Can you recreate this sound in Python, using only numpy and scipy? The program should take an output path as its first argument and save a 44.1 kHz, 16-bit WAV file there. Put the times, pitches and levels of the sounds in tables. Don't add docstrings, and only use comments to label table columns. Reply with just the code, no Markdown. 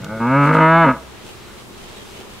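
import sys
import numpy as np
from scipy import signal
from scipy.fft import rfft, irfft
from scipy.io import wavfile
from scipy.ndimage import uniform_filter1d, minimum_filter1d

SR = 44100
rng = np.random.default_rng(int(sys.argv[2]) if len(sys.argv) > 2 else 0)


def dump_mix(stems):
    frames = np.atleast_2d(stems).T
    limited = np.clip(frames, -1, 1)
    pcm = np.round(limited * 32767).astype(np.int16)
    wavfile.write(sys.argv[1], SR, pcm)


N = 105840
T = np.arange(N) / SR
FREQS = np.maximum(np.arange(4097) * SR / 8192, 1)

# time_s, pitch_hz
FOLD_PITCH = [(0, 88), (.05, 101), (.14, 111), (.18, 111), (.245, 118), (.31, 132), (.38, 143),
              (.44, 141.5), (.5, 156), (.55, 159), (.64, 159), (.72, 163.5), (.785, 167.3), (.825, 164.5),
              (.85, 156), (.872, 133), (.915, 129), (.97, 92)]
# time_s, level_db
VOCAL_EFFORT = [(0, -7), (.07, -4.5), (.12, -1.5), (.198, -3.5), (.21, -1), (.28, -2), (.37, -1.5),
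                (.45, 0), (.58, 3.5), (.66, 0), (.86, 1), (.9, 1), (.925, -12), (.95, -16.5), (1, -43)]
# time_s, roughness (0 to 1)
FOLD_ROUGHNESS = [(0, 1), (.06, .7), (.11, .2), (.2, .17), (.28, .1), (.435, .07), (.47, .4), (.5, .9),
                  (.58, .95), (.615, .18), (.68, .05), (.82, .04), (.845, .15), (.87, .5), (.94, .5)]
# time_s, opening (0 shut, 1 ajar, 2 half open, 3 open, 4 wide)
MOUTH_OPENING = [(0, 0), (.196, 0), (.202, .9), (.24, 1), (.37, 2), (.43, 2), (.5, 2.35), (.58, 2.5),
                 (.62, 3), (.67, 3), (.76, 4), (.82, 4), (.85, 3), (.88, 2.4), (.95, 2.5)]
# centre_hz, width_hz, shut_db, ajar_db, half_open_db, open_db, wide_db
FORMANTS = [(155, 39.7, -17.5, -16.5, -15, -24.5, -22.5), (254.3, 87.6, -31.5, -20, -16.5, -14, -14),
            (471.3, 27, -34.5, -33.5, -19, -25, -23.5), (548.3, 28.5, -31, -28, -20.5, -17, -66),
            (657.3, 45, -37.5, -37, -25, -21.5, -20.5), (862, 60, -40, -31.5, -34.5, -40, -23),
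            (951, 76, -57, -26, -21.5, -18.5, -15), (1186, 100, -73, -31.5, -37, -37.5, -41),
            (1270, 182, -41, -35.5, -21, -20.5, -18.5), (1485, 85, -34, -35, -27, -26.5, -29),
            (1649, 43, -60, -33.5, -26, -29, -23), (1776, 51, -72, -73, -61, -31.5, -26.5),
            (2074, 200, -55, -71, -39, -29, -63), (2228, 89, -47.5, -41, -30.5, -53, -25),
            (2634, 263, -101, -51.5, -41.5, -42, -43.5), (2995, 68, -95, -87, -63, -41, -44),
            (3584, 235, -101, -87, -80, -54.5, -48.5), (4230, 280, -106, -92, -64, -58.5, -58)]
FORMANT_TUNING = [0.992, 0.988, 1.001, .99, 0.992]
# centre_hz, width_hz
DELAYED_BANDS = [(700, 220), (1050, 250), (1100, 320), (1270, 320), (1450, 320), (2600, 400), (3600, 350)]
# delay_s, level_db
PEN_ECHOES = [(.075, -24), (.16, -25)]
# centre_s, half_length_s, level_db
HOOF_SCUFFS = [(0.462, .05, -39.5), (0.551, 0.025, -39), (1.297, 0.069, -43), (1.603, 0.026, -44.5),
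               (1.847, 0.077, -43.5), (2.005, 0.082, -43), (2.181, 0.055, -41), (2.335, 0.084, -46.5)]
# frequency_hz, relative_db
DIRT_SPECTRUM = [(60, -17), (350, 8.5), (1100, -0.5), (1800, -6.5), (3000, 1), (5000, -9.5), (9000, -11.5),
                 (15000, -24)]
# start_s, level_db, decay_s
GRIT_FLICKS = [(.017, -42, .003), (.0445, -30, .003), (.271, -47, .006), (.444, -43, .004),
               (.999, -46, .003), (1.966, -49, .005), (2.205, -50, .005)]
# frequency_hz, relative_db
GRIT_SPECTRUM = [(300, -20), (1500, -12), (3300, 0), (5000, -5), (7500, -4), (9500, -15), (15000, -23)]
# centre_s, half_length_s, pitch_hz, level_db
BIRD_CHIRPS = [(.45, .04, 3950, -55), (.57, .03, 3950, -53), (1.44, .04, 4020, -52),
               (1.975, .022, 3820, -44), (2.0, .06, 3200, -50)]
# frequency_hz, relative_db
AIR_SPECTRUM = [(15, 16), (25, -9), (99, -1), (126, 0.5), (152, -7), (215, 0.5), (289, -9.5), (359, -0.5),
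                (598, -11), (1110, -9.5), (1660, -14), (3820, -17.5), (4490, -21), (7700, -24.5),
                (15500, -32)]
# frequency_hz, side_minus_mid_db
STEREO_WIDTH = [(30, -4.5), (300, -3), (1200, -3), (3000, -0.5), (6000, -0.5), (15000, -1.5)]
# time_s, level_db
HUM_LEVEL = [(0, -45), (.5, -43), (1.05, -46), (1.25, -57), (2.4, -54)]


def bellow():
    low_cut_hz, high_cut_hz = 114, 4600
    source, mouth, voice = vocal_folds(), curve(MOUTH_OPENING), 0
    passband = 1 / np.sqrt((1 + (low_cut_hz / FREQS) ** 10) * (1 + (FREQS / high_cut_hz) ** 10))
    for opening, tuning in enumerate(FORMANT_TUNING):
        throat = sum(undb(db[opening]) * resonance(hz * tuning, width) for hz, width, *db in FORMANTS)
        crossfade = np.maximum(1 - abs(mouth - opening), 0)
        voice += colour(source * crossfade, throat * passband)
    for hz, width in DELAYED_BANDS:
        voice -= 2 * signal.lfilter(*signal.iirpeak(hz, hz / width, fs=SR), voice)
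    return voice


def vocal_folds():
    growl_db, shimmer_db, growl_lag_s, jitter_s = 5.5, 1.2, .00032, .00014
    rasp_db, growl_rasp_db, rasp_decay_cycles, rasp_cut_hz = -27, -9, .35, 600
    pitch_hz, end_s = curve(FOLD_PITCH), VOCAL_EFFORT[-1][0]
    cycles = np.cumsum(pitch_hz) / SR
    pulse_numbers = np.arange(1, int(np.interp(end_s, T, cycles)))
    times = np.interp(pulse_numbers, cycles, T)
    roughness = curve(FOLD_ROUGHNESS, times)
    shimmer, jitter = rng.standard_normal((len(times), 2)).T
    subharmonic = 2 * np.pi * pulse_numbers / 3
    pulse_db = roughness * (growl_db * (np.cos(subharmonic) - 1.5) + shimmer_db * shimmer)
    lag_s = roughness * (growl_lag_s * np.sin(subharmonic) + jitter_s * jitter)
    pulses = impulses(times + lag_s, SR / curve(FOLD_PITCH, times) * undb(pulse_db))
    puffs = unit(np.exp(-(cycles % 1) / rasp_decay_cycles) * noise()) * np.sqrt(SR / pitch_hz)
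    rasp = colour(puffs, FREQS / np.hypot(FREQS, rasp_cut_hz))
    rasp *= undb(rasp_db) + undb(growl_rasp_db) * curve(FOLD_ROUGHNESS)
    return (pulses + rasp) * undb(curve(VOCAL_EFFORT)) * (T < end_s)


def grumble():
    tone = unit(np.sin(phase_of(134 * (1 + .17 * wander(rate_hz=90)))))
    attack = np.minimum(T / .0044, 1)
    return undb(-32) * tone * attack * swell(centre_s=.01, half_length_s=.053)


def pen_reflections(call):
    t60_s, scatter_delay_s, scatter_db = .4, .033, -22
    decay = undb(-60 * T / t60_s) * (T > scatter_delay_s)
    scatter = undb(scatter_db) * unit(decay * noise()) / np.sqrt(N)
    delays, db = np.array(PEN_ECHOES).T
    echoes = colour(impulses(delays, undb(db)), resonance(centre_hz=700, width_hz=400))
    return signal.fftconvolve(call, scatter + echoes)[:N]


def hoof_scuffs():
    def grains(per_s=4000, spread_db=3):
        hits = (rng.random(N) < per_s / SR) * noise()
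        sizes = undb(spread_db * np.minimum(rng.exponential(size=N), 5))
        return unit(colour(hits * sizes, spectrum(DIRT_SPECTRUM)))
    drag = sum(undb(db) * swell(centre, half_length) for centre, half_length, db in HOOF_SCUFFS)
    return drag * stereo(grains(), colour(grains(), spectrum(STEREO_WIDTH)))


def flicked_grit():
    envelope = sum(undb(db) * (T >= start) * np.exp(-abs(T - start) / decay)
                   for start, db, decay in GRIT_FLICKS)
    mid, side = (unit(colour(noise(), spectrum(GRIT_SPECTRUM))) for _ in range(2))
    return envelope * stereo(mid, undb(-7) * side)


def birds():
    waver, octave_above_hz, octave_db = .016, 3500, -6
    chirps = np.zeros((2, N))
    for centre, half_length, hz, db in BIRD_CHIRPS:
        for ear in range(2):
            phase = phase_of(hz * (1 + waver * wander(rate_hz=500)))
            octave = undb(octave_db) * np.sin(2 * phase) * (hz > octave_above_hz)
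            chirps[ear] += undb(db) * swell(centre, half_length) * (np.sin(phase) + octave)
    return chirps


def outdoor_air():
    level_db, swell_db, flicker_db = -41, .3, 1.1

    def band(centre_hz):
        gain = spectrum(AIR_SPECTRUM) * np.exp(-np.log2(FREQS / centre_hz) ** 2)
        return undb(flicker_db * wander(rate_hz=14)) * colour(noise(), gain)
    mid, side = (unit(sum(band(hz) for hz in 2. ** np.arange(5, 15))) for _ in range(2))
    wash = stereo(mid, colour(side, spectrum(STEREO_WIDTH)))
    return wash * undb(level_db + swell_db * wander(rate_hz=7.5))


def low_hum():
    pitch_hz, spread_hz, spread_db = 57.7, 3.5, 2
    tone = unit(np.sin(phase_of(pitch_hz + spread_hz * wander(rate_hz=20))))
    return tone * undb(curve(HUM_LEVEL) + spread_db * wander(rate_hz=4))


def undb(db):
    return 10 ** (np.asarray(db) / 20)


def unit(x):
    return x / np.sqrt(np.mean(x ** 2))


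def noise():
    return rng.standard_normal(N)


def wander(rate_hz):
    hold = int(SR / rate_hz)
    steps = np.repeat(rng.standard_normal(N // hold + 1), hold)
    return unit(uniform_filter1d(steps, hold)[:N])


def phase_of(hz):
    return 2 * np.pi * np.cumsum(hz) / SR


def curve(rows, at=T):
    return np.interp(at, *np.array(rows).T)


def swell(centre_s, half_length_s):
    return np.exp(-((T - centre_s) / half_length_s) ** 2)


def resonance(centre_hz, width_hz):
    return 1 / (1 + (2 * (FREQS - centre_hz) / width_hz) ** 2)


def spectrum(rows):
    hz, db = np.array(rows).T
    return undb(np.interp(np.log(FREQS), np.log(hz), db))


def colour(x, gain):
    cepstrum = irfft(np.log(gain + 1e-7))
    half = len(cepstrum) // 2
    cepstrum[1:half] *= 2
    cepstrum[half + 1:] = 0
    return signal.fftconvolve(x, irfft(np.exp(rfft(cepstrum))))[:N]


def impulses(times, sizes, order=8):
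    position = times[:, None] * SR
    index = position.astype(int) + np.arange(-order, order + 1)
    offset = index - position
    kernels = np.sinc(offset) * np.sinc(offset / (order + 1))
    train = np.zeros(N)
    np.add.at(train, np.clip(index, 0, N - 1), sizes[:, None] * kernels)
    return train


def stereo(mid, side):
    return np.array([mid + side, mid - side])


def scene():
    call = bellow() + grumble()
    return call + pen_reflections(call) + hoof_scuffs() + flicked_grit() + birds() + outdoor_air() + low_hum()


def record(dry):
    ceiling, top_hz = .97, 15700
    safe_gain = np.minimum(1, ceiling / (abs(dry).max(axis=0) + 1e-9))
    held = minimum_filter1d(safe_gain, size=400)
    gain = uniform_filter1d(uniform_filter1d(held, size=200), size=200)
    return signal.sosfilt(signal.ellip(12, .2, 90, top_hz, fs=SR, output="sos"), dry * gain)


dry = scene()
out = record(dry)
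dump_mix(out)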